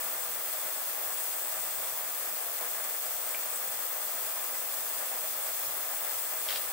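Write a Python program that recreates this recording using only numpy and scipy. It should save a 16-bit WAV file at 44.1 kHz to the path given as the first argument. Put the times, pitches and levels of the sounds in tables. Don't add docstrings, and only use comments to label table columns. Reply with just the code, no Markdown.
import sys
import numpy as np
from scipy import signal
from scipy.fft import rfft, irfft
from scipy.io import wavfile
from scipy.ndimage import uniform_filter1d

SR = 44100
rng = np.random.default_rng(int(sys.argv[2]) if len(sys.argv) > 2 else 0)


def store_wav(level_fs):
    pcm = np.round(np.clip(np.atleast_2d(level_fs), -1, 1) * 32767)
    wavfile.write(sys.argv[1], SR, pcm.T.astype(np.int16))


N = 296660
T = np.arange(N) / SR
FREQS = np.maximum(np.arange(N // 2 + 1) * SR / N, 1)
RIPPLE_HZ = 119.96


def undb(db):
    return 10 ** (np.asarray(db) / 20)


def unit(x):
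    return x / np.sqrt(np.mean(x ** 2))


def curve(rows):
    return np.interp(T, *np.transpose(rows))


def colour(points):
    hz, db = np.transpose(points)
    return undb(np.interp(np.log(FREQS), np.log(hz), db))


def resonance(hz, width):
    return 1 / (1 + 1j * hz / width * (FREQS / hz - hz / FREQS))


def humps(modes):
    power = 0
    for hz, width, db in modes:
        power = power + np.abs(undb(db) * resonance(hz, width) ** 2) ** 2
    return np.sqrt(power)


def shape(x, response):
    return unit(irfft(rfft(x) * response, N))


def walk(rate):
    return shape(rng.standard_normal(N), np.exp(-(FREQS / rate) ** 2))


def swell(middle, length):
    return np.exp(-(2 * (T - middle) / length) ** 2)


def pan(left_db):
    return undb(np.array([[left_db], [-left_db]]) / 2)


def delay(x, start):
    return np.pad(x, (int(start * SR), 0))[:N]


def stereo_noise(likeness, fade_hz):
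    alike = np.clip(likeness, 0, .98) * np.exp(-(FREQS / fade_hz) ** 2)
    mid, side = rfft(rng.standard_normal((2, N)))
    sign = np.array([[1], [-1]])
    return irfft(mid * np.sqrt(1 + alike) + side * np.sqrt(1 - alike) * sign, N)


def reflect(x, t60, wet_db):
    tail = rng.standard_normal((2, N)) * undb(-60 * T / t60)
    tail /= np.sqrt(np.sum(tail ** 2, axis=1, keepdims=True))
    return x + undb(wet_db) * irfft(rfft(x) * rfft(tail), N)


def ring(modes):
    out = 0
    for hz, db, t60 in modes:
        decay = np.exp(-np.log(1000) * T / t60)
        out = out + undb(db) * np.sin(2 * np.pi * hz * T) * decay
    return out


def uneven_noise(scatter_db):
    return rng.standard_normal((2, N)) * undb(scatter_db * rng.exponential(size=(2, N)))


def scrape(hz, width, scatter_db):
    return shape(uneven_noise(scatter_db), resonance(hz, width) ** 2)


# pitch_hz [Hz], level_db [relative dB]
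RUSH = [(20, -80), (60, -56), (105, -44), (145, -23), (172, -25), (220, -12), (300, -14), (365, -8),
        (435, -8), (495, -2.5), (640, 2), (890, -1.5), (1200, -1), (1370, -2.5), (1650, -2.5), (2100, -4),
        (3300, -16.5), (6000, -45)]
# pitch_hz [Hz], width_hz [Hz, before squaring], level_db [dB re the rush]
CASING_MODES = [(530, 50, -3), (770, 50, -3), (840, 30, -3), (1040, 40, -3), (1120, 40, -3), (1285, 70, -1),
                (1700, 160, -4)]


def rush():
    casing = np.hypot(1, humps(CASING_MODES))
    air = shape(stereo_noise(likeness=0.58, fade_hz=2450), colour(RUSH) * casing)
    air = air * undb(-44.5 + 1.1 * walk(21))
    fan = shape(stereo_noise(likeness=.98, fade_hz=3000), resonance(630, 28) ** 2) * undb(-60.5)
    return air + fan


# multiple [of RIPPLE_HZ], level_db [rms dB before waver], left_db [L-R dB]
BUZZ = [(3, -77, 7), (4, -63, 2.5), (6, -64, -1), (7, -72, 8), (8, -66, 2), (10, -61.5, -1), (11, -65.5, 8),
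        (14, -67, 2), (17, -66, -8), (20, -69, -6)]


def buzz():
    out = 0
    for multiple, db, left_db in BUZZ:
        phase = rng.uniform(0, 2 * np.pi) + 0.19 * rng.standard_normal((2, 1)) + 0.53 * walk(1.3)
        tone = np.sin(2 * np.pi * multiple * RIPPLE_HZ * T + phase)
        out = out + undb(db + 1.6 * walk(3.1)) * pan(left_db) * tone
    return np.sqrt(2) * out


# [dB at the middle, before panning]
BUMPS = [(0.082, 0.19, -72), (.3, 0.23, -67), (0.542, .06, -76), (.9, 0.042, -81), (0.992, 0.068, -78),
         (1.334, .18, -80), (1.6, 0.19, -65), (1.82, 0.23, -69), (1.947, 0.06, -72), (2.196, 0.12, -74),
         (2.318, .07, -78), (2.516, 0.097, -75), (2.693, .05, -77), (2.8, .04, -73), (2.89, .07, -76),
         (3.163, .05, -75), (3.26, 0.066, -77), (3.41, .07, -74), (3.71, 0.21, -69), (3.895, 0.045, -77),
         (4.237, 0.16, -71), (4.51, 0.11, -72), (4.666, 0.079, -72), (4.81, .05, -79), (5.093, .08, -70),
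         (5.238, .07, -70), (5.44, .1, -74), (5.54, 0.06, -67), (5.677, .13, -65), (5.87, .07, -76),
         (6.06, .05, -75), (6.197, 0.11, -69), (6.438, .06, -74), (6.65, 0.11, -67)]
# start_s [s], end_s [s], level_db [rubbing dB before its variation]
TWIRLS = [(0.0, .45, -83), (1.5, 2.9, -87.5), (4.15, 6.3, -82)]
# pitch_hz [Hz], level_db [relative dB]
HAND_RUMBLE = [(20, -7), (45, -11), (75, 6), (110, 1.5), (160, 4), (230, -18), (500, -39)]


def hands():
    push = sum(undb(db) * swell(middle, length) for middle, length, db in BUMPS)
    twirl = sum(undb(db) * ((T > start) & (T < end)) for start, end, db in TWIRLS)
    rub = uniform_filter1d(twirl, size=4000) * undb(5 * walk(7.7))
    rumble = shape(stereo_noise(likeness=0.48, fade_hz=600), colour(HAND_RUMBLE))
    return rumble * np.hypot(push, rub) * pan(5.5)


# start_s [s], level_db [dB of the ring]
KEY_TICKS = [(3.346, -29), (3.379, -45)]
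# pitch_hz [Hz], level_db [relative dB], t60_s [s]
KEY_MODES = [(2240, -3, .013), (2363, 0, .024), (2385, -23, .18), (2700, -4, .012), (2890, -7, .012)]


def key_ticks():
    key = ring(KEY_MODES) * (1 - np.exp(-T / .0004))
    return sum(undb(db) * delay(key, start) for start, db in KEY_TICKS) * pan(-3.5)


def key_drag():
    fade = delay(undb(-48) * np.exp(-T / .045), KEY_TICKS[0][0])
    return fade * scrape(2400, 480, scatter_db=3)


# start_s [s], level_db [dB of the ring], bench_db [dB of the bench's answer]
CLATTER = [(6.4875, -19.0, -44), (6.4884, -21, -48), (6.4912, -31, -39.5), (6.4975, -29, -44),
           (6.5078, -21, -43), (6.5262, -22.5, -49), (6.5273, -27, -52), (6.5545, -30, -58),
           (6.5593, -19.5, -43), (6.5632, -27, -44), (6.5715, -30, -48)]
# pitch_hz [Hz], level_db [relative dB before spot changes], t60_s [s]
OBJECT_MODES = [(1780, -25, .04), (2850, -13, 0.006), (3230, -4, 0.007), (3730, -7, 0.008),
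                (4570, -11, 0.009), (4850, -11, 0.007)]


def object_contacts():
    spots = rng.standard_normal((len(CLATTER), len(OBJECT_MODES))) * 1.5
    rise = 1 - np.exp(-T / .00015)
    out = 0
    for (start, db, _), spot in zip(CLATTER, spots):
        modes = [(hz, mode_db + change, t60) for (hz, mode_db, t60), change in zip(OBJECT_MODES, spot)]
        out = out + undb(db) * delay(ring(modes) * rise, start)
    return out


def object_skid():
    start_s, attack_s, end_s, release_s = 6.475, .015, 6.572, .018
    attack = np.clip((T - start_s) / attack_s, 0, 1)
    release = np.exp(-np.maximum(T - end_s, 0) / release_s)
    level = undb(-41.3 + 1.5 * walk(300))
    return level * attack * release * scrape(3700, 4400, scatter_db=2.5)


# pitch_hz [Hz], level_db [relative dB]
BENCH = [(40, -47), (220, -18), (550, 1), (1050, -2), (1750, 6), (2500, 1), (3600, -5), (5000, -7),
         (7000, -17), (12000, -30)]


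def bench_answer():
    fade = np.exp(-T / .028)
    shake = np.sqrt(sum(delay(undb(db) * fade, start) ** 2 for start, _, db in CLATTER))
    shake = shake * undb(1.5 * walk(180))
    return shake * shape(stereo_noise(likeness=0.6, fade_hz=6000), colour(BENCH))


def small_knocks():
    band = signal.butter(3, [1400, 5800], "band", fs=SR, output="sos")
    direct = signal.sosfilt(band, key_ticks() + object_contacts() + object_skid())
    return reflect(direct, t60=.25, wet_db=-8) + bench_answer() + key_drag()


def collapses(depth):
    crest_s = 0.0067
    return uneven_noise(2) * (1 + depth * np.cos(2 * np.pi * RIPPLE_HZ * (T - crest_s)))


# pitch_hz [Hz], level_db [relative dB]
HISS = [(100, -46), (1500, -21.5), (3000, -2.5), (4100, -5), (4680, -6), (5200, -2), (6000, -1), (7100, -1),
        (7400, 2), (9200, 3.5), (9800, 2), (10500, 3.5), (12500, 5), (15800, 8), (17000, -18)]
# pitch_hz [Hz], width_hz [Hz], level_db [dB re the hiss]
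TANK_MODES = [(2070, 60, 8), (2420, 140, 5), (2700, 70, 4), (3460, 130, 5), (4250, 80, 5), (4540, 50, 5),
              (4850, 70, 6), (5200, 70, 1), (6240, 90, 1), (6380, 60, -1), (6950, 110, 1), (7250, 45, 1),
              (11490, 60, -4), (14610, 80, -6)]


def tank_hiss(drive_db):
    mode_power = sum(np.abs(undb(db) * resonance(hz, width)) ** 2 for hz, width, db in TANK_MODES)
    hiss = shape(collapses(depth=.095), colour(HISS) * np.sqrt(1 + mode_power))
    hiss = hiss * undb(drive_db + 3.0 + 0.5 * walk(17)) * pan(2.64)
    return reflect(hiss, t60=.16, wet_db=-6)


def top_band(drive_db):
    band = shape(collapses(depth=.055), resonance(15560, 1350) ** 2)
    return band * undb(drive_db + 2.8 + .4 * walk(50)) * pan(5.6)


# [dB before surges, flutter and flicker]
SIZZLE_LEVEL = [(0.0, -45), (0.25, -47), (0.8, -46), (1.0, -50.5), (1.14, -42.5), (1.7, -43.5),
                (2.1, -48.5), (2.58, -47), (2.68, -45.5), (3.45, -46), (3.75, -46), (4.5, -45.5),
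                (5.3, -46), (5.9, -48.5), (6.72, -46)]
# middle_s [s], level_db [dB over the swell]
SURGES = [(.22, 3), (1.2, 2.5), (3.29, 3.5), (3.57, 5.5), (5.44, 4), (5.99, 3.5), (6.13, 4), (6.27, 4),
          (6.42, 6), (6.58, 2.5)]
# pitch_hz [Hz], width_hz [Hz, before squaring], level_db [relative dB]
SIZZLE_MODES = [(7720, 110, -.5), (8030, 130, -1), (8180, 260, -3), (8380, 160, 0), (8780, 200, -2),
                (8250, 1500, -4)]


def sizzle():
    surge_db = curve(SIZZLE_LEVEL) + sum(db * swell(middle, .08) for middle, db in SURGES)
    flutter = shape(rng.standard_normal(N), resonance(6.8, 3) ** 2)
    level_db = surge_db + .7 * flutter + 1.4 * walk(60)
    return shape(collapses(depth=0.027), humps(SIZZLE_MODES)) * undb(level_db) * pan(2.5)


# [dB, before each band's own offset]
DRIVE = [(0.0, -40.5), (0.58, -40.5), (1.45, -40), (1.7, -40.5), (6.7, -40)]


def cavitation():
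    drive_db = curve(DRIVE)
    return tank_hiss(drive_db) + top_band(drive_db) + sizzle()


def scene():
    return rush() + buzz() + hands() + small_knocks() + cavitation()


def record(dry):
    low_pass = signal.ellip(14, .1, 90, 15730, fs=SR, output="sos")
    return signal.sosfilt(low_pass, dry)


dry = scene()
out = record(dry)
store_wav(out)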